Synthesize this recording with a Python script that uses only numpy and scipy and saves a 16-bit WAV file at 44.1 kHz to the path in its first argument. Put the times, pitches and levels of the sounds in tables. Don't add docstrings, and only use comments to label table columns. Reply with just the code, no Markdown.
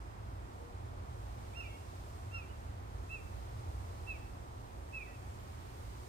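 import sys
import numpy as np
from scipy import signal
from scipy.fft import rfft, irfft
from scipy.io import wavfile
from scipy.ndimage import uniform_filter1d

SR = 44100
rng = np.random.default_rng(int(sys.argv[2]) if len(sys.argv) > 2 else 0)


def store_pcm(level_fs):
    pcm = np.round(np.clip(level_fs, -1, 1) * 32767).astype(np.int16)
    wavfile.write(sys.argv[1], SR, np.atleast_2d(pcm).T)


def volts_from_decibels(level):
    exponent = np.asarray(level, float) / 20
    return 10 ** exponent


N = 268304
T = np.arange(N) / SR
HZ = np.arange(N // 2 + 1) * SR / N + 1e-3


def along_hz(table, hz, col=1):
    table = np.array(table, float)
    return np.interp(np.log(hz), np.log(table[:, 0]), table[:, col])


def along_time(table):
    return np.interp(T, *np.transpose(table))


def walk(rate):
    hold = int(SR / rate)
    steps = np.repeat(rng.standard_normal(N // hold + 1), hold)
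    return 1.3 * uniform_filter1d(uniform_filter1d(steps, hold), hold)[:N]


def diffuse(colour, flicker_db, rate):
    # (frequency [Hz], likeness [0-1], lead of the left [rad], left minus right [dB])
    ports_apart = [(30, 0.96, 0.19, -4), (124, 0.96, 0.18, -1), (206, 0.76, .2, -3.5),
                   (284, 0.35, 0.87, -1), (453, 0.83, 2.1, 0), (740, 0.67, 2.32, -.5),
                   (1320, 0.67, 3.25, -1.5), (2060, 0.04, 3.6, -2.5), (4500, 0.09, 2.9, -4),
                   (8400, 0, 3.2, -1), (15000, 0.03, 4, 0)]
    like = np.clip(along_hz(ports_apart, HZ, col=1), 0, 1)
    lead = along_hz(ports_apart, HZ, col=2)
    pan_db = along_hz(ports_apart, HZ, col=3)
    shared, left, right = rfft(rng.standard_normal((3, N)))
    turn = np.exp(.5j * lead)
    pair = np.sqrt(like) * shared * np.array([turn, 1 / turn])
    pair = pair + np.sqrt(1 - like) * np.array([left, right])
    summed = np.sqrt((1 + like * np.cos(lead)) / 2)
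    inside = (HZ > colour[0][0]) & (HZ < colour[-1][0])
    pair = pair * inside * volts_from_decibels(along_hz(colour, HZ) + np.array([pan_db, -pan_db]) / 2) / summed
    octave, out = np.log2(HZ / 16), 0
    for k in range(11):
        share = np.clip(1 - np.abs(octave - k), 0, 1)
        if (share * inside).any():
            out = out + irfft(pair * share, N) * volts_from_decibels(flicker_db * walk(rate))
    return out / np.sqrt(np.mean(out.mean(axis=0) ** 2))


def machine_rumble():
    # (frequency [Hz], density [dB per Hz])
    rumble_colour = [(20, -21), (31, -13), (44, -20), (52, 0.5), (58, -1), (66, -3.5), (76, -4), (92, -0.5),
                     (106, -7.5), (120, -4), (132, -28.5), (160, -52)]
    # (time [s], level [dB])
    rumble_level = [
        (0.0, -48.5),
        (1.3, -46),
        (1.85, -49.5),
        (2.2, -46),
        (3.6, -46.5),
        (3.95, -43.5),
        (4.4, -47),
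        (6.08, -46.5),
    ]
    return diffuse(rumble_colour, flicker_db=1.5, rate=3.65) * volts_from_decibels(along_time(rumble_level))


def town_hum():
    # (frequency [Hz], density [dB per Hz])
    hum_colour = [(76, -29), (130, -5), (144, -6), (350, -9.5), (409, -10.5), (479, -12), (638, -13),
                  (770, -12.5), (2460, -28.5), (2720, -32), (4000, -37), (5200, -45), (8800, -120)]
    return diffuse(hum_colour, flicker_db=0.56, rate=2.46) * volts_from_decibels(-57)


def leaf_breeze():
    # (frequency [Hz], density [dB per Hz])
    leaf_colour = [(1760, 4), (3000, 0), (3260, 0.5), (3700, -0.5), (3940, -0.5), (6170, -2), (8850, -2),
                   (11000, -10.5), (12800, -8), (15200, -9), (16000, -17)]
    # (time [s], level [dB])
    breeze_level = [
        (0.0, -73),
        (1.08, -72.5),
        (1.1, -71.5),
        (1.9, -70),
        (2.75, -72),
        (3.4, -70),
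        (4.15, -70),
        (4.4, -72),
        (5.25, -70.5),
        (6.08, -69),
    ]
    rustle_hz, usual_breeze_db = 6500, -71.5
    rustle_slope = 0.73
    breeze_db = along_time(breeze_level)
    leaves = diffuse(leaf_colour, flicker_db=.6, rate=9) * volts_from_decibels(breeze_db + 3)
    highpass = signal.butter(2, rustle_hz, "high", fs=SR, output="sos")
    top = signal.sosfiltfilt(highpass, leaves)
    return leaves + top * (volts_from_decibels(rustle_slope * (breeze_db - usual_breeze_db)) - 1)


def whines():
    # (pitch [Hz], wander [Hz], level [dB], swell [dB], left minus right [dB])
    thin_tones = [
        (355.7, 12, -70, 2.5, -6),
        (5080, 7.9, -85.5, 3, -6),
    ]
    out = np.zeros((2, N))
    for hz, wander_hz, db, swell_db, pan_db in thin_tones:
        tone = np.sin(2 * np.pi * np.cumsum(hz + wander_hz * walk(8)) / SR)
        out += tone * volts_from_decibels(db + swell_db * walk(2.49) + np.array([[pan_db], [-pan_db]]) / 2)
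    return out


def faint_whistles():
    # (time [s], length [s], start pitch [Hz], end pitch [Hz], level [dB], left minus right [dB])
    faint_notes = [
        (0.57, 0.19, 478, 474, -58, 7),
        (2.488, 0.041, 2900, 2900, -64.5, -6),
        (5.133, 0.038, 2730, 2500, -61.5, -10),
    ]
    out = np.zeros((2, N))
    for start, length, hz0, hz1, db, pan_db in faint_notes:
        u = np.clip((T - start) / length, 0, 1)
        note = np.sin(np.pi * u) * np.sin(2 * np.pi * np.cumsum(hz0 + (hz1 - hz0) * u) / SR)
        out += note * volts_from_decibels(db + np.array([[pan_db], [-pan_db]]) / 2)
    return out


def woodpecker():
    # (time [s], second harmonic
    # [Hz], its level on the right [dB], left minus right [dB])
    call_1 = [(1.525, 2120, -68, -6), (1.546, 2410, -60, -8), (1.557, 2705, -57, -13),
              (1.574, 2776, -43.5, -14), (1.584, 2793, -47, -7), (1.602, 2773, -45, -7),
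              (1.611, 2636, -42, -6), (1.621, 2630, -55, -9), (1.643, 2440, -54, -11),
              (1.656, 2330, -56, -10), (1.668, 2380, -50, -10), (1.68, 2300, -68, -9),
               (1.694, 2220, -67, -6), (1.71, 2187, -57, -9), (1.726, 2176, -67, -7),
               (1.738, 2190, -64, -8), (1.753, 2210, -58.5, -3), (1.778, 2140, -74, -6)]
    call_2 = [(2.308, 2530, -61, -4), (2.325, 2735, -59, -10), (2.348, 2758, -43.5, -6),
              (2.362, 2735, -45, -4), (2.373, 2730, -45, -4), (2.388, 2580, -48.5, -2),
              (2.402, 2560, -50, -10), (2.416, 2490, -67, -10), (2.428, 2390, -53, -6),
              (2.436, 2400, -65, -5), (2.446, 2360, -57, -8), (2.458, 2330, -72, -5)]
    call_3 = [(3.088, 2536, -70, -8), (3.099, 2580, -51, -6), (3.11, 2667, -46.5, -5),
              (3.135, 2664, -42.5, -7), (3.149, 2662, -41.5, -7), (3.159, 2605, -44, -5),
              (3.178, 2465, -56, -14), (3.192, 2430, -59, -8), (3.212, 2350, -72, -4)]
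    call_4 = [(4.062, 2540, -66, -6), (4.073, 2663, -50, -6), (4.085, 2730, -45, -12),
              (4.101, 2635, -40.5, -6), (4.113, 2600, -40, -3), (4.123, 2594, -43.5, -5),
              (4.133, 2525, -51.5, -5), (4.152, 2350, -59, -10), (4.175, 2250, -62, -8)]
    call_5 = [(4.921, 2520, -67, -7), (4.932, 2600, -52, -8), (4.948, 2630, -42.5, -6),
              (4.972, 2592, -41, -2), (4.986, 2535, -42, -9), (4.997, 2446, -53, -11),
              (5.012, 2440, -42.5, -15), (5.019, 2330, -51, -7), (5.028, 2344, -44, -12),
              (5.043, 2305, -61, -9), (5.059, 2235, -58, -3), (5.067, 2080, -74, 0), (5.078, 1970, -66, 2),
               (5.092, 1980, -63, -3), (5.109, 1985, -66, -2), (5.145, 1875, -70, -2),
               (5.155, 1860, -76, 0)]
    song = [call_1, call_2, call_3, call_4, call_5]
    # (first [dB], third [dB], fourth [dB], throat lift [dB], sent to the trees [dB])
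    voices = [
        (-12.5, -28, -17, 20, 3.5),
        (-7.5, -29, -20.5, 11, -2),
        (-15, -27.5, -36, 10, -3.5),
        (-19, -28.5, -36, 15, -2),
        (-20.5, -36, -32, 8, -0.5),
    ]
    slur_s, edge_s, rest_hz = .006, .006, 2190
    throat_hz, throat_width_hz = 3150, 610
    steady_db, tired_db, overtone_db, tired_waver = .6, 1.5, 1.5, .009
    sag_dull_db = -7
    sag_throw_db = -7
    first_shadow, left_lead_s = .3, .00045

    ports = np.zeros((3, N))
    for call, (first_db, third_db, fourth_db, lift_db, trees_db) in zip(song, voices):
        s, *columns = np.transpose(call)
        hz, second_db, pan_db = (uniform_filter1d(np.interp(T, s, c), int(slur_s * SR)) for c in columns)
        gate = np.clip(np.minimum(T - s[0], s[-1] - T) / edge_s, 0, 1)
        tired = np.clip((hz.max() - hz) / (hz.max() - rest_hz), 0, 1)
        waver = 1 + 0.0027 * walk(150) + tired_waver * tired * walk(70)
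        phase = np.pi * np.cumsum(hz * waver) / SR
        throat = np.exp(-((3 / 2 * hz - throat_hz) / throat_width_hz) ** 2)
        dull_db = sag_dull_db * tired
        gains_db = [first_db + dull_db, 0, third_db + lift_db * throat, fourth_db + dull_db]
        shadows = [first_shadow, 1, 1 - throat, first_shadow]
        for k, (db, shadow) in enumerate(zip(gains_db, shadows)):
            tremble_db = (steady_db + tired_db * tired + overtone_db * (k > 1)) * walk(80)
            level = np.sqrt(2) * volts_from_decibels(second_db + db + tremble_db)
            partial = gate * level * np.sin((k + 1) * phase)
            to_trees = partial * volts_from_decibels(trees_db + sag_throw_db * tired)
            ports += [partial * volts_from_decibels(pan_db * shadow), partial, to_trees]
    ports[0] = irfft(rfft(ports[0]) * np.exp(2j * np.pi * HZ * left_lead_s), N)
    return ports


def scatter(x):
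    # (delay [s], left [dB], right [dB])
    clear_echoes = [
        (.03, -23, -12),
        (.068, -16, -20),
        (0.084, -26, -23),
        (0.119, -27, -22),
    ]
    scatter_db, t60_s, gap_s = -16, 0.84, .022
    boughs, sway_s, patchy_db = 3, .00009, 2.5
    t, out = T[:SR], 0
    fade = np.exp(-np.log(1000) * t / t60_s) * np.clip(t / gap_s - 1, 0, 1)
    for bough in range(boughs):
        echoes = rng.standard_normal((2, SR)) * fade * volts_from_decibels(patchy_db * walk(41)[:SR])
        energy = np.sum(echoes ** 2, axis=1, keepdims=True)
        echoes *= volts_from_decibels(scatter_db + np.array([[-2.0], [2.0]])) / np.sqrt(boughs * energy)
        for delay, left_db, right_db in clear_echoes[bough::boughs]:
            echoes[:, int(delay * SR)] += volts_from_decibels(np.array([left_db, right_db]))
        wet = signal.fftconvolve(x[None], echoes, axes=1)[:, :N]
        out = out + np.array([np.interp(T + sway_s * walk(110), T, w) for w in wet])
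    return out


def scene():
    background = machine_rumble() + town_hum() + leaf_breeze() + whines()
    left, right, to_trees = woodpecker()
    return background + faint_whistles() + np.array([left, right]) + scatter(to_trees)


def roll_off(x):
    return signal.sosfilt(signal.butter(12, 15390, fs=SR, output="sos"), x)


def record(dry):
    start = np.clip(T / .004, 0, 1)
    return roll_off(dry * start)


dry = scene()
out = record(dry)
store_pcm(out)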